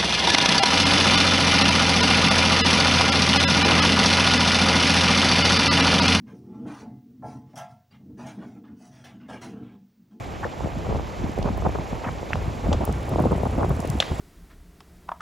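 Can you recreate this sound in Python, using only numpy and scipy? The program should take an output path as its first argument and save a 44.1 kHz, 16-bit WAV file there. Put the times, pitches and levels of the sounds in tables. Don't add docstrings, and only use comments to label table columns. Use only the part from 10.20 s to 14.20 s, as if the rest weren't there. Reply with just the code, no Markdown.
import sys
import numpy as np
from scipy import signal
from scipy.fft import rfft, irfft
from scipy.io import wavfile
from scipy.ndimage import uniform_filter1d

SR = 44100
rng = np.random.default_rng(int(sys.argv[2]) if len(sys.argv) > 2 else 0)


def store_pcm(level_fs):
    pcm = np.round(np.clip(level_fs, -1, 1) * 32767).astype(np.int16)
    wavfile.write(sys.argv[1], SR, np.atleast_2d(pcm).T)


N = 176400
T = np.arange(N) / SR
FREQ = np.maximum(np.fft.rfftfreq(N, 1 / SR), 1)
SWING_HALF_S = 0.02
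EDDY_HZ, EDDY_SPREAD_OCT, EDDY_CYCLES, EDDY_SAG = 596, 0.7, 0.89, 0.33


def undb(db):
    return 10 ** (np.asarray(db) / 20)


def unit(x):
    return x / np.sqrt(np.mean(x ** 2) + 1e-18)


def curve(rows):
    return np.interp(T, *np.array(rows).T)


def shape(rows):
    hz, db = np.array(rows).T
    return undb(np.interp(np.log(FREQ), np.log(hz), db))


def noise(gain):
    return unit(irfft(rfft(rng.standard_normal(N)) * gain, N))


def walk(rate_hz):
    return noise(np.exp(-np.minimum((FREQ / rate_hz) ** 2, 50)))


def add(out, start_s, x):
    i = int(start_s * SR)
    a, b = max(i, 0), min(i + len(x), N)
    if b > a:
        out[a:b] += x[a - i:b - i]


def stereo(mid, side):
    return np.array([mid + side, mid - side])


def off_centre(x, lag_ms=0.014, lean_db=1):
    late = np.interp(T - lag_ms / 1000, T, x)
    return np.array([undb(lean_db / 2) * late, undb(-lean_db / 2) * x])


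def swing(hz, cycles, phase=0, sag=0):
    periods = np.arange(-SWING_HALF_S, SWING_HALF_S, 1 / SR) * hz
    window = np.exp(-(periods / cycles) ** 2)
    return window * np.sin(2 * np.pi * (periods - sag * periods ** 2) + phase)


def swarm(start_s, length_s, per_s, hz, spread_oct, cycles, sag=0, scatter_db=2):
    out, count = np.zeros(N), max(int(length_s * per_s), 1)
    draws = np.random.default_rng(rng.integers(2 ** 31)).random((count, 4))
    for when, pitch, size, phase in draws:
        grain = swing(hz * 2 ** (spread_oct * (2 * pitch - 1)), cycles, 2 * np.pi * phase, sag)
        gain_db = -scatter_db * np.log(max(1 - size, 1 / 20))
        add(out, start_s + length_s * when - SWING_HALF_S, grain * undb(gain_db))
    return out


def burst(start_s, length_s, level_db, per_s, hz, spread_oct, cycles, sag=0):
    grains = unit(swarm(start_s, length_s, per_s, hz, spread_oct, cycles, sag))
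    return grains * undb(level_db) * np.sqrt(length_s * SR / N)


def lone_eddies(rows, cycles, sag, side_db):
    mid, side = np.zeros(N), np.zeros(N)
    for centre_s, level_db, pitch_hz in rows:
        for out in (mid, side):
            eddy = swing(pitch_hz, cycles, 2 * np.pi * rng.random(), sag)
            add(out, centre_s - SWING_HALF_S, undb(level_db) * eddy)
    return stereo(mid, undb(side_db) * side)


def roar(level_db=-38, swell_db=-0.27, flicker_db=1.38):
    # freq_hz, gain_db
    spectrum = [(25, -29), (55, -13), (150, -2.5), (300, -4.5), (750, -4.5), (1250, -18.5), (2200, -15),
                (3200, -21), (4500, -26), (7600, -29.5), (9000, -73), (11000, -37.5), (16000, -54)]
    # freq_hz, side_minus_mid_db
    width = [(50, -5), (300, -4.5), (700, -5), (1250, 8.5), (2200, -24), (5000, -125), (8000, 13.5),
             (15000, -0.5)]
    # freq_hz, left_minus_right_db
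    balance = [(300, 3.5), (1100, -8.5), (2000, 1), (4500, 0.5), (8000, -0.5)]
    out, colour, swell = 0, shape(spectrum), swell_db * walk(rate_hz=1.35)
    for octave in range(5, 15):
        band = colour * np.cos(np.pi / 2 * np.clip(np.log2(FREQ) - octave, -1, 1))
        flicker = flicker_db * walk(rate_hz=43)
        mid, side = (noise(gain) * np.linalg.norm(gain) for gain in (band, band * shape(width)))
        out = out + undb(swell + flicker) * stereo(mid, side)
    lean = np.sqrt(shape(balance))
    out = irfft(rfft(out) * np.array([lean, 1 / lean]), N)
    return undb(level_db) * out / np.linalg.norm(colour)


def sizzle(sputter_db=4, side_db=-28.5):
    # time_s, level_db
    growth = [(0, -68.5), (1.3, -67), (2.2, -64.5), (2.9, -61.5), (3.4, -60.5), (4, -56)]
    # freq_hz, gain_db
    spectrum = [(2000, 2), (5000, -2), (7700, 11.5), (8900, -3), (10500, 10), (12200, -3), (13600, -16),
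                (15000, 3), (16000, -6)]
    envelope = undb(curve(growth) + sputter_db * walk(rate_hz=227))
    colour = shape(spectrum)
    return envelope * stereo(noise(colour), undb(side_db) * noise(colour))


def wind_rumble(trim_db=0.5, thud_db=-13, stray_db=-15):
    # time_s, level_db
    gusts = [(0.0, -34), (0.04, -41), (0.09, -37), (0.19, -39), (0.26, -32), (0.32, -49), (0.44, -27.5),
             (0.51, -37), (0.56, -30), (0.63, -34.5), (0.74, -24.5), (0.83, -32.5), (0.96, -40),
             (0.99, -34), (1.05, -26.5), (1.14, -40.5), (1.19, -28.5), (1.41, -28), (1.47, -25),
             (1.55, -34), (1.59, -29), (1.69, -43), (1.73, -30), (1.85, -41.5), (1.88, -32.5), (1.93, -33),
             (2.08, -40.5), (2.17, -26), (2.21, -28.5), (2.29, -27.5), (2.34, -34), (2.42, -34.5),
             (2.45, -23), (2.53, -20), (2.64, -27.5), (2.66, -40), (2.69, -19.5), (2.72, -27), (2.8, -27.5),
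             (2.85, -32.5), (2.92, -26.5), (3.05, -21.5), (3.09, -26.5), (3.13, -23.5), (3.24, -28),
             (3.33, -24.5), (3.47, -25.5), (3.51, -22), (3.63, -33.5), (3.67, -30), (3.78, -24.5),
             (3.84, -49.5), (3.89, -45), (3.91, -23), (3.93, -23.5), (3.97, -41), (4.0, -20.5)]
    # freq_hz, gain_db
    spectrum = [(20, -30), (35, -8), (55, 2.5), (80, 1), (125, -3.5), (200, -13.5), (350, -16.5),
                (700, -29), (1500, -35), (6000, -110)]
    # time_s, side_minus_mid_db
    width = [(0, -8), (1.7, -5), (2.4, -12.5), (3, -43), (4, -43)]

    def flow():
        x = noise(shape(spectrum))
        return x / np.sqrt(uniform_filter1d(x * x, size=1500) + 0.024)

    def eddies(per_s, hz):
        return unit(swarm(0, N / SR, per_s, hz, EDDY_SPREAD_OCT, EDDY_CYCLES, EDDY_SAG, scatter_db=3))

    mid, side = (flow() + undb(thud_db) * eddies(per_s=60, hz=199) for _ in range(2))
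    mid += undb(stray_db) * eddies(per_s=110, hz=EDDY_HZ)
    return undb(curve(gusts) + trim_db) * stereo(mid, undb(curve(width)) * side)


def buffets(eddies_per_s=450, side_db=-4.5):
    # centre_s, length_s, level_db
    clusters = [(.259, 0.019, -30), (0.461, 0.037, -40), (0.657, 0.027, -34), (0.707, .034, -30.5),
                (0.763, 0.03, -34), (1.183, 0.018, -40), (1.274, 0.043, -29.5), (1.464, 0.026, -23.5),
                (1.555, 0.013, -26), (2.488, 0.046, -37.5), (2.531, 0.023, -25.5), (2.626, .04, -30),
                (2.93, 0.03, -31.5), (2.998, 0.028, -23), (3.063, .025, -28.5), (3.124, 0.03, -24.5),
                (3.21, 0.035, -33), (3.263, 0.0161, -26), (3.393, 0.028, -28.5), (3.426, .045, -24.5),
                (3.505, 0.022, -30), (3.597, 0.024, -34.5)]
    mid, side = np.zeros(N), np.zeros(N)
    for out in (mid, side):
        for centre_s, length_s, level_db in clusters:
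            out += burst(centre_s - length_s / 2, length_s, level_db, eddies_per_s,
                         EDDY_HZ, EDDY_SPREAD_OCT, EDDY_CYCLES, EDDY_SAG)
    return stereo(mid, undb(side_db) * side)


def flaps():
    # centre_s, level_db, pitch_hz
    eddies = [(.253, -19.5, 580), (.408, -17.5, 607), (.46, -17.5, 504), (.474, -19, 500),
              (.727, -16.5, 600), (.749, -18.5, 700), (.759, -18, 563), (.797, -18, 650), (1.179, -16, 464),
              (1.191, -14.5, 464), (1.218, -21.5, 620), (1.228, -19, 563), (1.246, -20.5, 565),
              (1.261, -13, 527), (1.293, -24, 720), (1.38, -19, 586), (1.424, -19.5, 740),
              (1.465, -9.5, 564), (1.494, -18.5, 650), (1.556, -18.5, 670), (1.588, -17.5, 640),
              (1.732, -18, 610), (2.031, -20, 484), (2.107, -20, 650), (2.157, -15.5, 730),
              (2.472, -15.5, 467), (2.485, -19, 477), (2.518, -12.5, 560), (2.613, -17.5, 534),
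              (2.678, -15.5, 625), (2.695, -15, 476), (2.885, -21, 657), (2.96, -11, 600),
              (2.987, -23, 630), (3.003, -18, 570), (3.041, -14, 620), (3.058, -7.5, 500),
              (3.121, -15, 580), (3.129, -12, 620), (3.153, -21, 606), (3.182, -19, 536), (3.235, -11, 536),
              (3.263, -24, 620), (3.354, -23, 630), (3.381, -15, 476), (3.412, -16, 657), (3.439, -17, 596),
              (3.629, -21, 560), (3.65, -15, 453), (3.92, -22.5, 440)]
    return lone_eddies(eddies, cycles=0.62, sag=0.42, side_db=-6.5)


def whumps():
    # centre_s, level_db, pitch_hz
    eddies = [(.447, -19.5, 192), (.574, -20, 173), (.699, -19, 170), (.752, -25, 138), (1.001, -24.5, 168),
              (1.043, -18.5, 216), (1.096, -20, 270), (1.196, -16.5, 166), (1.259, -15, 169),
              (1.307, -18.5, 192), (1.47, -14, 202), (1.598, -19, 164), (1.731, -22, 197),
              (1.872, -22.5, 188), (2.149, -20, 166), (2.285, -19, 130), (2.494, -12, 196),
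              (2.61, -20, 190), (2.637, -18.5, 217), (2.712, -25, 180), (2.934, -20.5, 225),
              (3.007, -16, 220), (3.069, -12.5, 197), (3.123, -14, 165), (3.159, -19, 153),
              (3.237, -18.5, 192), (3.268, -20.5, 237), (3.384, -13.5, 276), (3.434, -24, 220),
              (3.511, -14.5, 135), (3.598, -19.5, 195), (3.704, -13.5, 124), (3.757, -17.5, 248),
              (3.92, -19, 136)]
    return lone_eddies(eddies, cycles=0.95, sag=0.2, side_db=-12.5)


def pops(thump_lag_s=0.00133, ring_attack_s=0.00042, ring_decay_s=0.0012,
         spray_decay_s=0.0053, tail_decay_s=0.081, echo_lag_s=0.02):
    # time_s, level_db, crack_hz, crack_cycles, ring_hz, ring_db, spray_db,
    # thump_db, thump_hz, thump_cycles, tail_db (part levels relative to level_db)
    events = [(2.1328, -8.5, 1780, 0.76, 2700, -4.5, -30, -16, 1000, 1, -40),
              (2.529, -24, 2780, 1.2, 3480, -6, -5, 4.5, 803, 4.4, -19.5),
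              (3.8026, -1.5, 3340, 1.32, 3800, -22, -18.5, -12, 666, 1.16, -32)]
    # freq_hz, gain_db
    spray_spectrum = [(300, -18), (1200, -4), (3300, 4.5), (5000, -0.5), (7000, -2), (10000, -25),
                      (16000, -29)]
    # freq_hz, gain_db
    tail_spectrum = [(300, 10), (1000, 5.5), (3200, 8), (5000, 2), (8000, -11.5), (16000, -34)]
    out, spray_noise, tail_noise = np.zeros(N), noise(shape(spray_spectrum)), noise(shape(tail_spectrum))
    for (time_s, level_db, crack_hz, crack_cycles, ring_hz, ring_db, spray_db,
         thump_db, thump_hz, thump_cycles, tail_db) in events:
        gain, slot_s = undb(level_db), time_s - SWING_HALF_S
        add(out, slot_s, gain * swing(crack_hz, crack_cycles))
        add(out, slot_s + thump_lag_s, gain * undb(thump_db) * swing(thump_hz, thump_cycles))
        age_s = np.maximum(T - time_s, 0)
        ring_envelope = np.exp(-age_s / ring_decay_s) - np.exp(-age_s / ring_attack_s)
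        ring = undb(ring_db) * np.sin(2 * np.pi * ring_hz * age_s) * ring_envelope
        spray = undb(spray_db) * spray_noise * np.exp(-age_s / spray_decay_s)
        tail = undb(tail_db) * tail_noise * np.exp(-age_s / tail_decay_s)
        out += (T > time_s) * gain * (ring + spray + tail)
    echo = burst(events[-1][0] + echo_lag_s, length_s=0.007, level_db=-23.5,
                 per_s=3000, hz=1650, spread_oct=0.88, cycles=0.45)
    return out + echo


def flares(grains_per_s=1600):
    # start_s, length_s, level_db, pitch_hz, spread_oct
    ignitions = [(0.231, 0.014, -29.5, 1180, 0.55), (0.241, 0.0075, -29, 1680, .06),
                 (1.838, .018, -30.5, 1090, 1.35), (1.86, .036, -31, 1100, 0.97)]
    return sum(burst(start_s, length_s, level_db, grains_per_s, pitch_hz, spread_oct, cycles=1.8)
               for start_s, length_s, level_db, pitch_hz, spread_oct in ignitions)


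def crackles(decay_s=0.0012, width_oct=0.67, side_db=-5.5):
    # start_s, peak_db, pitch_hz
    snaps = [(1.1176, -40, 6450), (1.1872, -39, 7500), (1.228, -29, 3480), (1.376, -35, 12700),
             (2.0787, -51, 6900), (2.228, -43, 7500), (2.652, -19, 11400), (2.726, -30, 5600),
             (2.893, -30, 9400), (3.0005, -37, 12000), (3.023, -33.5, 10500), (3.235, -40, 14500),
             (3.494, -34, 11100), (3.603, -29.5, 6460), (3.6566, -39, 6960), (3.675, -32, 6850),
             (3.701, -20.5, 6850), (3.8019, -21, 7060)]
    mid, side = np.zeros(N), np.zeros(N)
    envelope = np.exp(-T[:SR // 20] / decay_s)
    for start_s, peak_db, pitch_hz in snaps:
        band = np.exp(-0.5 * (np.log2(FREQ / pitch_hz) / width_oct) ** 2)
        for out, hiss in zip((mid, side), noise(band).reshape(2, -1)):
            snap = hiss[:len(envelope)] * envelope
            add(out, start_s, undb(peak_db) * snap / np.abs(snap).max())
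    return stereo(mid, undb(side_db) * side)


def scene():
    blaze = roar() + sizzle()
    wind = wind_rumble() + buffets() + flaps() + whumps()
    return blaze + wind + off_centre(flares() + pops()) + crackles()


def record(dry):
    low_hz, top_hz = 25, 16000
    highpass = signal.butter(2, low_hz, "highpass", fs=SR, output="sos")
    lowpass = signal.ellip(8, 0.2, 70, top_hz, fs=SR, output="sos")
    return signal.sosfilt(lowpass, signal.sosfilt(highpass, dry))


dry = scene()
out = record(dry)
store_pcm(out)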